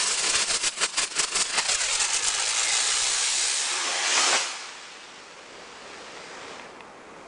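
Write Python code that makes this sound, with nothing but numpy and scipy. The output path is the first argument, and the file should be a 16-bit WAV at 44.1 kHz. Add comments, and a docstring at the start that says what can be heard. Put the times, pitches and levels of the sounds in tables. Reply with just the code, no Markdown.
"""A spinner firework tumbles on the ground at night, swinging its hissing jet around as it speeds up. At about
1.6 s it lifts off with a fast flutter, and its bounce off the ground lags more as it climbs. Thin bands of
noise ring late in the flight. Near 4 s the spark charge flares into a roaring spray with a few low puffs. The
sparks sizzle on faintly, with soft ringing and a few snaps, while the background level rises."""
import sys
import numpy as np
from scipy import signal
from scipy.fft import rfft, irfft, next_fast_len
from scipy.io import wavfile
from scipy.ndimage import uniform_filter1d, map_coordinates

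SR = 44100
rng = np.random.default_rng(int(sys.argv[2]) if len(sys.argv) > 2 else 0)


def master_out(mix):
    """Clip the mix to full scale and print it as 16-bit PCM to the path in sys.argv[1]."""
    frames = np.transpose(np.atleast_2d(mix))
    ceiling = np.clip(frames, -1, 1)
    pcm = np.round(ceiling * 32767).astype(np.int16)
    wavfile.write(sys.argv[1], SR, pcm)


N = 320607
TIME = np.arange(N) / SR

# The jet's tone on the ground and in the air. Each row: frequency in Hz, relative level in dB.
GROUND_TONE = [(71, -45.5), (120, -25.5), (177, -8), (261, -14.5), (413, -5.5), (804, -7.5), (949, -2.5),
               (1350, -2.5), (1880, -4), (2720, -1.5), (3460, -4), (4820, 1.5), (5900, -1), (7790, 2),
               (9900, -4), (12900, -49), (21800, -120)]
AIR_TONE = [(100, -31), (160, -17.5), (300, -14), (500, -5.5), (900, -2), (1500, 0.5), (2500, 2.5),
            (3300, 0), (4200, 2), (5700, 0.5), (7300, 3), (8500, 0.5), (10000, -6)]


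def jet():
    """Gas rushes from the spinning nozzle, first on the ground near a wall, then aloft."""
    roar, hiss = beam()
    grounded, flying = handover(1.56, 1.716)
    on_ground = burning(GROUND_TONE, grains_per_s=2500, grain_db=-13.5)
    on_ground = unit(on_ground + amp(-18) * delayed(on_ground, lag_ms=2.9))  # slap off the wall
    aloft = burning(AIR_TONE, grains_per_s=3000, grain_db=-10.5)
    aloft = bounced(aloft, near_db=-2.5, far_db=-7)
    gas = patchy(grounded * on_ground + flying * aloft, depth_db=1.6)
    lows = roar * band(gas, 88, 3060)
    mids = amp(-5.0) * np.sqrt(roar * hiss) * band(gas, 3300, 4670)  # beams between roar and hiss
    unsteady = handover(2.2, 2.9)[0]  # the fast spin steadies the jet
    flicker = amp(1.8 * wobble(90) * unsteady)
    highs = amp(-1.1) * hiss * flicker * band(gas, 5330, 12700)
    rumble = low_rumble(hiss * flicker)
    waver = amp((.3 + .6 * unsteady) * wobble(70))
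    return waver * (lows + mids + highs) + rumble


# The jet's bed level while it points away. Each row: time in seconds, roar in dB, hiss in dB.
FACING_AWAY = [(0.0, -34, -31), (0.4, -33, -29.5), (0.74, -52, -46.5), (1.1, -43.5, -43.5),
               (1.55, -36, -35), (2.15, -35.5, -31.5), (2.4, -32.5, -28.5), (2.75, -31.5, -25.5),
               (3.4, -35, -25.5), (3.8, -34, -28)]
# Swings towards the listener. Each row: start in seconds, hold in seconds, roar in dB, hiss in dB.
SWINGS = [(0.0, 0.083, -32, -28.5), (0.241, 0.059, -28.5, -32), (0.339, 0.099, -29, -30),
          (0.503, 0.068, -29, -27), (0.639, 0.052, -29, -27), (0.817, 0.044, -26.5, -28),
          (0.979, 0.073, -29, -28.5), (1.181, 0.068, -27.5, -28.5), (1.353, 0.072, -28.5, -26.5),
          (1.569, 0.035, -24, -29), (1.688, 0.066, -32.5, -25), (1.819, 0.037, -33, -26),
          (1.9, 0.059, -34, -26), (2.005, 0.05, -36.5, -25.5), (2.136, 0.039, -31.5, -27.5),
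          (2.25, 0.037, -37, -26)]


def tumble():
    """Gains of roar and hiss as the jet swings past: it creeps up, cuts in, sags and drops away."""
    roar_power, hiss_power = amp(curves(FACING_AWAY)) ** 2
    for start, hold, roar_db, hiss_db in SWINGS:
        lead_in = amp(-6.5) ** 2 * envelope(start, 0, rise_db_per_s=151, fall_db_per_s=1098)
        swing = np.maximum(lead_in, envelope(start, hold, rise_db_per_s=550, fall_db_per_s=1098))
        sag = np.interp(TIME, [start, start + hold], [1, amp(-3) ** 2])
        roar_power += amp(roar_db) ** 2 * swing * sag
        hiss_power += amp(hiss_db) ** 2 * swing
    return np.sqrt(roar_power), np.sqrt(hiss_power)


# The spin winding up. Each row: time in seconds, turns per second.
SPIN_RATE = [(0, 9), (0.35, 14), (0.65, 16.9), (0.85, 18.5), (1.0, 22.5), (1.2, 24.4), (1.4, 22.5),
             (1.58, 24.5), (1.75, 33.5), (1.95, 44.5), (2.15, 49.4), (2.4, 53.3), (2.6, 57.5), (3.0, 61),
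             (3.4, 67.1), (4.2, 77)]
# How sharply the jet beams. Each row: time in seconds, once-a-turn and twice-a-turn depth from 0 to 1.
FLUTTER_DEPTH = [(0.4, 0.08, 0), (0.9, 0.4, 0.08), (1.6, 0.35, 0.08), (1.85, 0.13, 0.06), (2.1, 0.16, 0.2),
                 (2.4, 0.2, 0.38), (3.4, 0.13, 0.16)]


def beam():
    """Gains with spin flutter: the roar beams along the jet, once a turn; the hiss sideways too, twice."""
    roar, hiss = tumble()
    angle = 2 * np.pi * np.cumsum(curves(SPIN_RATE)[0]) / SR
    once, twice = curves(FLUTTER_DEPTH)
    roar_flutter = 1 + once * (np.cos(angle) + 0.47 * np.cos(2 * angle))  # the overtone sharpens it
    hiss_flutter = 1 + 0.81 * once * np.cos(angle) - twice * np.cos(2 * angle)
    return roar * np.abs(roar_flutter), hiss * np.abs(hiss_flutter)


# The rumble's tone. Each row: frequency in Hz, relative level in dB.
RUMBLE_TONE = [(15, 7), (40, -5), (80, -3.5), (130, -13.5), (200, -24), (350, -42), (1000, -71)]


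def low_rumble(hiss):
    """A low rumble that rises and falls with the hiss and thins out over time."""
    gate = np.sqrt(envelope(start=0.45, hold=3.01, rise_db_per_s=34, fall_db_per_s=200))
    follow = (hiss / amp(-25)) ** 1.4 * amp(2.2 * wobble(22.02))  # 1.4 dB for each dB of hiss
    return amp(-42.5 - 4.2 * TIME) * gate * follow * noise(RUMBLE_TONE)


# The flame's tone. Each row: frequency in Hz, relative level in dB.
FLAME_TONE = [(59, -48), (100, -28), (233, -13.5), (356, -3), (407, -6), (554, -1.5), (671, -6), (711, -1),
              (1530, 1.5), (1750, 0.5), (2300, 2), (3370, 0), (6010, 2), (7710, -1), (9900, -9),
              (12900, -49), (21800, -120)]
# The charge smoulders, then blazes. Each row: start of the hold in seconds, hold in seconds,
# rise and fall in dB per second, then body, roar and hiss in dB.
FLARE_BURNS = [(3.84, 0.37, 10, 44, -43, -32.5, -30), (4.17, 0.19, 55, 84, -48, -30.5, -24.5),
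               (4.31, 0.029, 98, 202, -38, -33.5, -48)]


def flare():
    """The spark charge catches and roars."""
    gas = burning(FLAME_TONE, grains_per_s=1900, grain_db=-8.5)
    gas = bounced(gas, near_db=-13, far_db=-7.5)
    return spray(FLARE_BURNS, patchy(gas, depth_db=2.06))


# Gas puffs in the flare. Each row: centre in seconds, half width in seconds, level in dB.
PUFFS = [(4.19, 0.016, -30), (4.334, 0.004, -21.5), (4.346, 0.006, -22.5), (4.362, 0.0034, -26.5)]
# Their dull tone. Each row: frequency in Hz, relative level in dB.
PUFF_TONE = [(30, -16), (130, -15), (290, -1.5), (600, 4), (900, 7.5), (1400, 3), (2300, 4.5),
             (4000, -17.5), (10000, -25)]


def puffs():
    """The charge empties in a few low puffs of gas."""
    power = sum(amp(db) ** 2 * swell(centre, width) for centre, width, db in PUFFS)
    return np.sqrt(power) * noise(PUFF_TONE)


# The sizzle's tone. 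Each row: frequency in Hz, relative level in dB.
SIZZLE_TONE = [(100, -17.5), (180, -9), (300, -3.5), (470, 1.5), (700, -8), (1200, -5), (2500, -7.5),
               (4000, -10.5), (4800, -11), (6500, -14), (8000, -16), (10000, -28.5)]
# Showers of sparks. Each row: start of the hold in seconds, hold in seconds,
# rise and fall in dB per second, then body, roar and hiss in dB.
SHOWERS = [(4.5, 0.048, 180, 12.9, -81, -43.5, -42.5), (5.85, 1.4, 6.1, 30.4, -50, -51.5, -59.5),
           (5.98, 0.57, 9.8, 69, -56, -49, -48.5), (6.42, 0.24, 47, 130, -48, -47, -60)]


def sparks():
    """The cloud of sparks sizzles in showers that swell and burn out."""
    gas = burning(SIZZLE_TONE, grains_per_s=900, grain_db=-5.5)
    return spray(SHOWERS, patchy(gas, depth_db=1.23))


# Single sparks snapping. Each row: start in seconds, peak level in dB.
SNAPS = [(4.178, -10), (6.1733, -27.5), (6.5968, -27), (6.8065, -25.5)]
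# A snap's ring. Each row: frequency in Hz, relative level in dB, seconds to fall by 60 dB.
SNAP_MODES = [(900, 0, 0.015), (1480, -7, 0.01), (2030, 0, 0.011), (2560, -1, 0.012), (3400, -4.5, 0.009)]


def snaps():
    """A larger grain bursts with a dry crack of a few milliseconds."""
    out, t = np.zeros(N), np.arange(SR // 20) / SR
    attack = 1 - np.exp(-t / 0.0002)
    for start, peak_db in SNAPS:
        ring = sum(amp(db - 60 * t / t60) * np.sin(2 * np.pi * (hz * t + rng.random()))
                   for hz, db, t60 in SNAP_MODES)
        burst = .15 * amp(-60 * t / .008) * rng.standard_normal(len(t))
        crack = (ring + burst) * attack
        out[round(start * SR):][:len(t)] += amp(peak_db) * crack / np.abs(crack).max()
    return out


# Ringing near 4 kHz during the flight, then higher and fainter among the embers.
# Each row: start and end in seconds, low and high band edge in Hz, level in dB.
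RINGING_BANDS = [(2.7, 3.55, 3840, 3990, -37.5), (2.7, 3.6, 4200, 4330, -40.5),
                 (5.5, 6.35, 4580, 4740, -59), (6.15, 6.68, 5020, 5220, -59.5),
                 (6.95, 7.4, 6520, 6680, -68)]


def ringing():
    """Thin, wavering bands of ringing noise that fade in and out."""
    out = np.zeros(N)
    for start, end, low_hz, high_hz, db in RINGING_BANDS:
        gate = handover(start, start + 0.065)[1] * handover(end - .1, end)[0]
        out += gate * amp(db + 1.5 * wobble(9.2)) * band(rng.standard_normal(N), low_hz, high_hz)
    return out


# The near and the far bounce.
# Each row: lag on the ground in ms, lag at full height in ms, time constant of the climb in seconds.
BOUNCE_LAGS = [(0.98, 2.38, 0.23), (1.05, 11.3, 1.04)]
# Soft ground dulls the bounces. Each row: frequency in Hz, gain in dB.
GROUND_EQ = [(900, 0), (1500, -2), (3000, -8), (10000, -14)]
LIFT_OFF_S, NEAR_FADE_DB_PER_S = 1.62, 6


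def bounced(x, near_db, far_db):
    """Two bounces lag more with height and sweep a comb through x; the near one fades on the way up."""
    airborne_s = np.maximum(TIME - LIFT_OFF_S, 0)
    near, far = [delayed(x, ground_ms + (top_ms - ground_ms) * np.tanh(airborne_s / climb_s))
                 for ground_ms, top_ms, climb_s in BOUNCE_LAGS]
    echoes = amp(near_db - NEAR_FADE_DB_PER_S * airborne_s) * near + amp(far_db) * far
    return unit(x + filtered(echoes, lambda hz: colour(GROUND_EQ, hz)))


# The night ambience. Each row: frequency in Hz, relative level in dB.
NIGHT_TONE = [(20, -9), (75, -4), (120, -11), (180, 1), (260, -2), (450, -6.5), (850, 4.5), (1200, 3),
              (2300, -26), (3300, -18), (10000, -22.5)]


def night():
    """Distant outdoor hum that wavers; the background level rises by 8 dB between 4.6 s and 5.9 s."""
    rise_db = np.interp(TIME, [4.6, 5.9], [-8, 0])
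    return amp(-50.0 + rise_db + 0.65 * wobble(9.1)) * noise(NIGHT_TONE)


def burning(tone, grains_per_s, grain_db):
    """Turbulent gas plus the tiny cracks of burning grains, at rms 1."""
    cracks = (rng.random(N) < grains_per_s / SR) * rng.uniform(-0.66, 1, N)
    source = rng.standard_normal(N) + amp(grain_db) * unit(cracks)
    return unit(filtered(source, lambda hz: colour(tone, hz)))


def spray(burns, gas):
    """Burning gas: each burn swells, holds and dies, with its own share of body, roar and hiss."""
    power = sum(np.outer(amp(band_dbs) ** 2, envelope(start, hold, rise, fall))
                for start, hold, rise, fall, *band_dbs in burns)
    body, roar, hiss = np.sqrt(power)
    return body * band(gas, 74, 693) + roar * band(gas, 710, 2375) + hiss * band(gas, 2580, 14000)


def patchy(x, depth_db):
    """The colour of x shifts in narrow, short-lived patches, at rms 1."""
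    spectra = signal.stft(x, nperseg=1024)[2]
    patches = uniform_filter1d(rng.standard_normal(spectra.shape), size=4, axis=0)  # across frequency
    patches = uniform_filter1d(patches, size=8, axis=1)  # across time
    return unit(signal.istft(spectra * amp(depth_db * unit(patches)), nperseg=1024)[1][:N])


def envelope(start, hold, rise_db_per_s, fall_db_per_s):
    """Power that reaches 1 at start, stays for hold seconds and falls."""
    db = np.minimum(rise_db_per_s * (TIME - start), fall_db_per_s * (start + hold - TIME))
    return amp(2 * np.clip(db, -150, 0))


def swell(centre, width):
    """A blunt bell curve of power; centre and half width in seconds."""
    out, width = np.zeros(N), abs(width) + 1e-4
    near = slice(*np.searchsorted(TIME, [centre - 6 * width, centre + 6 * width]))
    out[near] = np.exp(-.5 * (np.abs(TIME[near] - centre) / width) ** 2.3)
    return out


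def handover(start, end):
    """Equal-power fade-out and fade-in between two times in seconds."""
    share = np.clip((TIME - start) / max(end - start, 1e-3), 0, 1)
    return np.sqrt(1 - share), np.sqrt(share)


def curves(rows):
    """One value per sample for each column after the time."""
    times, *columns = np.transpose(rows)
    return [np.interp(TIME, times, column) for column in columns]


def wobble(rate):
    """A smooth random curve, rate knots a second."""
    knots = rng.standard_normal(int(N * rate / SR) + 4)
    coarse = np.linspace(0, N / SR, N // 20)
    return np.interp(TIME, coarse, map_coordinates(knots, [coarse * rate]))


def noise(tone):
    """Coloured noise of rms 1."""
    return unit(filtered(rng.standard_normal(N), lambda hz: colour(tone, hz)))


def band(x, low_hz, high_hz):
    """One steep-sided band of x, at rms 1."""
    def response(hz):
        return ((1 + (low_hz / (hz + 1)) ** 16) * (1 + (hz / high_hz) ** 16)) ** -.5
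    return unit(filtered(x, response))


def colour(points, hz):
    """Gain of an EQ curve through (Hz, dB) points on a log axis."""
    point_hz, db = np.transpose(points)
    return amp(np.interp(np.log(hz + 1), np.log(point_hz + 1), db))


def filtered(x, response):
    """x through a gain that depends on frequency."""
    size = next_fast_len(N + SR // 4)
    return irfft(rfft(x, size) * response(np.fft.rfftfreq(size, 1 / SR)), size)[:N]


def delayed(x, lag_ms):
    """x heard later by a lag that may change."""
    return np.interp(TIME - lag_ms / 1000, TIME, x)


def amp(db):
    """Decibels to gain."""
    return np.exp(np.asarray(db) * (np.log(10) / 20))


def unit(x):
    """Scaled to rms 1."""
    return x / np.sqrt(np.mean(x ** 2) + 1e-20)


def scene():
    """The jet gives way to the flare, which leaves the sparks behind in the night."""
    jet_out, flare_in = handover(3.59, 3.87)
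    firework = jet_out * jet() + flare_in * (flare() + puffs()) + sparks()
    return (firework + ringing() + snaps() + night())[None]


def record(dry):
    """A brick-wall high cut takes the very top off the mono mix."""
    return filtered(dry[0], lambda hz: hz < 10080)[None]


dry = scene()
out = record(dry)
master_out(out)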